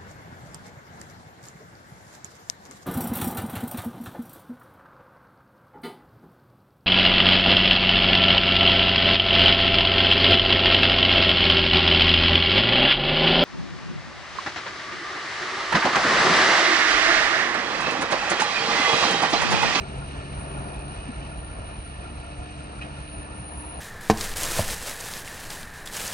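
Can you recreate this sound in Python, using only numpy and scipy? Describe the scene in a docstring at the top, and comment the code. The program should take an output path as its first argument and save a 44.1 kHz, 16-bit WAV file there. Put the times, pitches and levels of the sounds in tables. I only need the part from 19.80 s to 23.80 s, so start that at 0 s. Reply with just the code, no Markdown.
"""A diesel truck hauls its trailer slowly past on the left of a paved lot, exhaust droning over tyre noise.
From the start a second diesel idles nearby, its deep rumble throbbing five times a second, a turning
part chirps, and a machine hum and a thin, wandering whine carry on throughout. At 1.3 s the trailer
thumps and the drone starts to recede. At 3 s a loose fitting clanks and the drone briefly returns,
then a gritty rush swells as the trailer's tail comes by."""
import sys
import numpy as np
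from scipy.fft import rfft, irfft, next_fast_len
from scipy.io import wavfile
from scipy.ndimage import map_coordinates

SR = 44100
rng = np.random.default_rng(int(sys.argv[2]) if len(sys.argv) > 2 else 0)


def put_to_file(sound):
    """Save the sound as 16-bit audio at rate SR, in the file named by the first command-line argument."""
    columns = np.atleast_2d(sound).T  # one column per channel
    safe = np.clip(columns, -1, 1)
    whole_steps = np.round(safe * 32767)
    wavfile.write(sys.argv[1], SR, whole_steps.astype(np.int16))


N = 176400

# How alike the two channels of a noise are: frequency_hz, correlation
STEREO_LIKENESS = [(50, .995), (170, .97), (280, .9), (420, .8), (500, .7), (700, .9), (950, .78),
                   (1150, .35), (1450, .72), (1680, .78), (1940, .35), (2420, .93), (2950, .85),
                   (3170, .52), (3350, .8), (4300, .75), (5000, .52), (5500, .15), (8000, .4)]
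# Left channel's level over the right: frequency_hz, gain_db
LEFT_BALANCE = [(60, -1.8), (170, 0.5), (300, 0.5), (490, 5.5), (750, 3.5), (1000, 2), (1230, 2),
                (1550, -2), (2300, .6), (2700, -3), (3400, -0.1), (4250, -0.8), (4800, -5), (5450, 3.5),
                (5850, -3), (8000, 1.5)]
# Left channel's phase lead: frequency_hz, lead_rad
LEFT_LEAD = [(0, 0), (250, 0.7), (750, 1.7), (950, 1.7), (1170, 2.7), (1350, 1.9), (1600, 3.7), (1880, 5),
             (2020, 3.4), (2250, 5.7), (3000, 8.3), (3600, 9.5), (3900, 11.7), (4300, 12.4), (5100, 14.3),
             (5300, 16.5), (6000, 18), (8400, 19)]
# Machine hum: time_s, pitch_hz, level_db
HUM_CURVE = [(0, 297, -64), (.6, 297, -53), (1.2, 300, -51), (2.2, 298.9, -54), (2.7, 300.8, -49.5),
             (3.3, 301, -49.5), (4, 301, -48)]
# Glide of the whine: time_s, pitch_hz
WHINE_PITCH = [(0, 8950), (.17, 9280), (.3, 9290), (.4, 9050), (.58, 9400), (.75, 9540), (.92, 9430),
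               (1.03, 9510), (1.15, 9380), (1.21, 9180), (1.32, 9070), (1.46, 9400), (1.66, 9620),
               (1.82, 9510), (1.93, 9580), (2.15, 9490), (2.26, 9310), (2.4, 9360), (2.57, 9130),
               (2.85, 9040), (2.97, 9250), (3.14, 9330), (3.27, 9570), (3.38, 9600), (3.47, 9480),
               (3.52, 9230), (3.62, 9510), (3.8, 9790), (3.88, 9800), (4, 9480)]
# Fader ride on the whine: time_s, level_db
WHINE_FADER = [(0, -68), (.2, -53), (.41, -60), (.6, -48), (.85, -53), (1.0, -52), (1.3, -53.5),
               (1.44, -58), (1.68, -50), (1.8, -56.5), (2.05, -50.5), (2.3, -57.5), (3.15, -58.5),
               (3.35, -44.5), (3.52, -53.5), (3.66, -45), (3.86, -46.5), (4, -46.5)]
# Fader rides on idle rumble, tyres and body, and diesel clatter: time_s, rumble_db, body_db, clatter_db
NOISE_FADERS = [(0, -37.5, -40, -46.5), (.4, -43, -40.5, -46.5), (.85, -42.5, -39, -48),
                (1.3, -46.5, -41.5, -47.5), (1.7, -44.5, -41, -49.5), (2.2, -48.5, -42.5, -49),
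                (2.7, -40.5, -42.5, -49), (3.2, -44.5, -42, -49), (3.6, -44.5, -43, -50),
                (4, -43.5, -41, -50)]
# Partials of the idling diesel: cycle_multiple, level_db
IDLE_PARTIALS = [(6, -70), (9, -47), (11, -57.5), (12, -44.5), (13, -52.5), (17, -49.5), (20, -51.5),
                 (37, -60.5)]
# Fader ride on those partials: time_s, gain_db
THROB_FADER = [(0, -0.5), (.7, .5), (1.8, 3.5), (2.3, -0.5), (2.8, -3.5), (3.3, -1), (4, -6)]
# Colour of the idle rumble: frequency_hz, gain_db
RUMBLE_EQ = [(15, -27), (32, -16.5), (42, -5), (50, -6.5), (62, 1), (78, -2.5), (100, -7), (130, -7),
             (200, -19.5), (400, -49.5)]
# Fader rides on the two gear tones: time_s, low_tone_db, high_tone_db
GEAR_FADERS = [(0, -46, -57), (.35, -57.5, -57), (.6, -54, -63), (.9, -51.5, -48), (1.4, -76, -64),
               (2.7, -66, -54.5), (4, -70, -63)]
# Chirps of the turning part: peak_s, level_db
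CHIRP_CUES = [(0.047, -39.5), (0.225, -38), (.41, -40.5), (.595, -41.5), (.777, -38.5), (0.963, -45),
              (1.147, -43), (1.333, -38), (1.519, -39), (1.701, -40), (1.887, -42.5), (2.07, -44),
              (2.257, -38.5), (2.442, -40), (2.626, -43), (2.81, -42), (2.992, -40.5), (3.176, -40.5),
              (3.542, -47), (3.91, -43)]
# Rubs within one revolution: delay_s, gain_db
CHIRP_RUBS = [(0, -2), (.032, -10.5), (0.118, -9.5)]
# Fader ride on the rush of the trailer's tail: time_s, level_db
TAIL_FADER = [(0, -82), (3.3, -64.5), (3.6, -49), (3.88, -43.5), (4, -57.5)]
# Throaty colour of that rush: frequency_hz, gain_db
TAIL_EQ = [(420, -5), (800, -8), (930, 6), (1050, -3.5), (1620, -11), (1760, 0), (1900, -22), (5000, -34)]
# Strikes of the loose fitting: start_s, level_db
CLANK_CUES = [(3.013, -37), (3.0165, -36), (3.0215, -34.5), (3.032, -42)]
# Ring of its steel: pitch_hz, gain_db
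STEEL_MODES = [(1880, -7), (2340, -3), (2520, 4.5), (2830, -2.5), (4010, -6.5)]
# Colour of its crack and echo: frequency_hz, gain_db
CLANK_EQ = [(800, -12), (1400, 1), (1850, 3.5), (2080, -7.5), (2480, 3.5), (2850, 1), (3300, -4),
            (4000, -14), (5000, -15.5), (8000, -29)]
# Hollow ring of the trailer: pitch_hz, gain_db, t60_s
TRAILER_MODES = [(244, 6.5, 0.055), (1190, -12, .04)]
# Colour of the truck's tyres and body: frequency_hz, gain_db
BODY_EQ = [(60, -40), (120, 1), (180, 1), (270, -4.5), (400, -6), (520, -6.5), (610, -3.5), (680, -1.5),
           (780, -6), (870, -4.5), (1020, -8.5), (1400, -8.5), (2000, -21), (4000, -49.5)]
# Colour of its diesel clatter: frequency_hz, gain_db
CLATTER_EQ = [(600, -26), (1300, -3.5), (1660, 5.5), (1920, 1), (2200, 3.5), (2500, 5.5), (2720, 4),
              (2930, 6.5), (3080, -1), (3600, -0.5), (3780, -1), (4300, -3), (4500, -5), (5100, -7.5),
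              (5330, -7), (5650, -12.5), (6050, -7.5), (6500, -15), (7200, -26), (8400, -8.5),
              (9900, -32.5)]
# Panels and pipes ringing within the clatter: pitch_hz, gain_db
PANEL_RINGS = [(1770, -10), (2520, -11.5), (2930, -17.5), (4050, -18.5)]
# The truck's engine: time_s, firing_hz, overtones_db
ENGINE_CURVE = [(0, 69.83, -41), (.55, 69.66, -37.5), (.9, 69.85, -39.5), (1.3, 70, -39.5),
                (1.7, 70.3, -48), (2.2, 69.77, -48), (2.7, 70.2, -48.5), (3.1, 69.9, -43),
                (3.6, 70.45, -54.5), (4, 71.2, -59)]
# Overtones of its exhaust: firing_multiple, gain_db
EXHAUST_OVERTONES = [(2, -2.5), (3, -12), (4, -15.5), (5, -17), (7, -21.5)]


def amp(db):
    """Decibels to gain."""
    return 10 ** (np.asarray(db) / 20)


def unit(x):
    """Scale to rms 1."""
    return x / np.sqrt(np.mean(np.abs(x) ** 2) + 1e-20)


def along(points, hz):
    """Read (frequency_hz, value) points on a log frequency axis."""
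    freqs, values = np.transpose(points)
    return np.interp(np.log(hz + 1), np.log(freqs + 1), values)


def curves(rows):
    """Automation: one value per sample for each column after the time."""
    times, *columns = np.transpose(rows)
    return [np.interp(np.arange(N) / SR, times, column) for column in columns]


def wobble(rate):
    """A smooth random curve, rate knots a second."""
    knots = rng.standard_normal(int(N * rate / SR) + 4)
    return map_coordinates(knots, [np.arange(N) * rate / SR])


def phase_of(hz):
    """Running phase of a pitch curve."""
    return 2 * np.pi * np.cumsum(hz) / SR


def filtered(x, response):
    """Pass x through a complex frequency response."""
    size = next_fast_len(N + SR // 2)
    return irfft(rfft(x, size) * response(np.fft.rfftfreq(size, 1 / SR)), size)[..., :N]


def rush(eq):
    """Coloured stereo noise of rms 1, partly alike in the two channels."""
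    def response(hz):
        width = np.arccos(np.clip(along(STEREO_LIKENESS, hz), -1, 1)) / 2
        return amp(along(eq, hz)) * np.array([np.cos(width), np.sin(width)])
    mid, side = filtered(rng.standard_normal((2, N)), response)
    return unit(np.array([mid + side, mid - side]))


def tone(phase, flutter_db=1.3, drift_rad=.2):
    """A slightly unsteady tone of rms 1."""
    flutter = amp(flutter_db * wobble(9.1))
    return unit(flutter * np.sin(phase + rng.uniform(0, 2 * np.pi) + drift_rad * wobble(6.8)))


def narrow(centre_hz, width_hz):
    """A thin noise band of rms 1, reaching width_hz either side of a fixed or moving centre."""
    a, b = filtered(rng.standard_normal((2, N)), lambda hz: 1 / np.sqrt(1 + (hz / width_hz) ** 6))
    phase = phase_of(np.full(N, centre_hz))
    return unit(a * np.cos(phase) + b * np.sin(phase))


def from_left(x):
    """Sound from the left reaches the left microphone first, with a different colour on each side."""
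    half = np.array([[.5], [-.5]])
    def response(hz):
        lead = np.interp(hz, *np.transpose(LEFT_LEAD))
        return amp(half * along(LEFT_BALANCE, hz)) * np.exp(1j * half * lead)
    return filtered(x, response)


def hum():
    """A machine holds one nearly steady note."""
    hz, db = curves(HUM_CURVE)
    return amp(db) * tone(phase_of(hz))


def whine(wander_hz=22, jitter_hz=31.11, compression_smear_db=-58.5):
    """A fuzzy high whistle wanders in pitch; a smear of audio-compression hiss sits just below it."""
    (hz,), (db,) = curves(WHINE_PITCH), curves(WHINE_FADER)
    hz = hz + wander_hz * wobble(18)
    core = unit(np.sin(phase_of(hz + jitter_hz * wobble(70))))
    whistle = amp(-4) * narrow(hz, width_hz=110) + amp(-1.5) * core
    return amp(db + wobble(22.05)) * whistle + amp(compression_smear_db) * narrow(hz - 120, width_hz=234)


def idling_diesel(cycle_hz=4.995, beat_s=.19, swell_depth=.65, chug_depth=.5):
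    """Unequal cylinders swell tones and rumble once a cycle and chug unevenly on each crank turn."""
    cycle = 2 * np.pi * cycle_hz * (np.arange(N) / SR - beat_s)
    rumble_db, throb_db = curves(NOISE_FADERS)[0], curves(THROB_FADER)[0]
    throb = sum(amp(db) * unit(np.cos(k * cycle + .15 * wobble(2.8))) for k, db in IDLE_PARTIALS)
    rumble = amp(rumble_db) * unit(1 + swell_depth * np.cos(cycle)) * rush(RUMBLE_EQ)
    chug = unit(1 + chug_depth * np.cos(2 * cycle + .8 * wobble(7)))
    return chug * (amp(throb_db) * throb + rumble)


def gears(pitches_hz=(390, 719)):
    """Two fuzzy drive-train tones come and go, fading as the truck leaves."""
    return sum(amp(db) * narrow(hz, width_hz=10.8) for hz, db in zip(pitches_hz, curves(GEAR_FADERS)))


def chirps(pitch_hz=1385, half_width_s=.0084, left_lead_s=.00016, rough_rad=.18):
    """A turning part rubs once a revolution: a rough chirp and two fainter ones, a little to the left."""
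    t = np.arange(N) / SR + np.array([[left_lead_s], [0]])
    out = np.zeros((2, N))
    rubs = [(peak_s + delay_s, db + gain) for peak_s, db in CHIRP_CUES for delay_s, gain in CHIRP_RUBS]
    scrape = rough_rad * wobble(300)
    for peak_s, db in rubs:
        hz = pitch_hz * (1 + .006 * rng.standard_normal())
        near = np.abs(t[1] - peak_s) < .05
        age = t[:, near] - peak_s
        envelope = amp(db) * np.exp(-(age / half_width_s) ** 2)
        out[:, near] += envelope * np.sin(2 * np.pi * hz * age + scrape[near])
    return out


def tail_rush(grit_db=2.5):
    """A throaty, gritty rush grows as the trailer's tail comes by."""
    grit = unit(amp(grit_db * wobble(90)))
    return amp(curves(TAIL_FADER)[0]) * grit * rush(TAIL_EQ)


def clank(attack_s=.0006, crack_db=-5.5, echo_db=-9):
    """A loose steel fitting rattles: each strike cracks, rings briefly and echoes under the trailer."""
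    t = np.arange(N) / SR
    starts, levels = np.transpose(CLANK_CUES)
    age = np.maximum(t - starts[:, None], 0)
    strikes = amp(levels)[:, None] * (1 - np.exp(-(age / attack_s) ** 2))
    def decay(t60_s):
        return np.linalg.norm(strikes * amp(-60 * age / t60_s), axis=0)  # strikes add in power
    ring = unit(sum(amp(db) * np.sin(2 * np.pi * hz * (t + rng.uniform())) for hz, db in STEEL_MODES))
    crack_and_echo = amp(crack_db) * decay(t60_s=.015) + amp(echo_db) * decay(t60_s=.25)
    return ring * decay(t60_s=.041) + rush(CLANK_EQ) * crack_and_echo


def thump(start_s=1.287, gain_db=-22, attack_s=.0078):
    """A hollow, soft-edged knock from the trailer."""
    age = np.maximum(np.arange(N) / SR - start_s, 0)
    ring = sum(amp(gain_db + db - 60 * age / t60_s) * np.sin(2 * np.pi * hz * age)
               for hz, db, t60_s in TRAILER_MODES)
    return (1 - np.exp(-age / attack_s)) * ring


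def truck(fundamental_db=-44, pulse_depth=.043, ring_flicker_db=3.5):
    """The exhaust drones at the firing rate, over tyre noise and clatter that pulses with the firings."""
    firing_hz, overtones_db = curves(ENGINE_CURVE)
    _, body_db, clatter_db = curves(NOISE_FADERS)
    firing = phase_of(firing_hz)
    fundamental = amp(fundamental_db) * tone(firing)  # the lowest note carries as the truck drives off
    overtones = amp(overtones_db) * sum(amp(db) * tone(k * firing) for k, db in EXHAUST_OVERTONES)
    body = amp(body_db + 1.2 * wobble(14)) * rush(BODY_EQ)
    pulse = 1 + pulse_depth * np.cos(firing + .43 * wobble(31))
    grain = amp(wobble(260) + .51 * wobble(16))
    rings = sum(amp(db) * unit(amp(ring_flicker_db * wobble(15)) * narrow(hz, width_hz=70))
                for hz, db in PANEL_RINGS)
    clatter = amp(clatter_db) * unit(pulse * grain) * (rush(CLATTER_EQ) + rings)
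    return fundamental + overtones + body + clatter


def scene():
    """The mix: trucks and hum from the left, chirps just left of centre, the whine in the middle."""
    lot = truck() + idling_diesel() + gears() + hum() + tail_rush() + thump() + clank()
    return from_left(lot) + chirps() + whine()


def record(dry, top_hz=10100):
    """A brick-wall low-pass takes off the top end."""
    return filtered(dry, lambda hz: hz < top_hz)


dry = scene()
out = record(dry)
put_to_file(out)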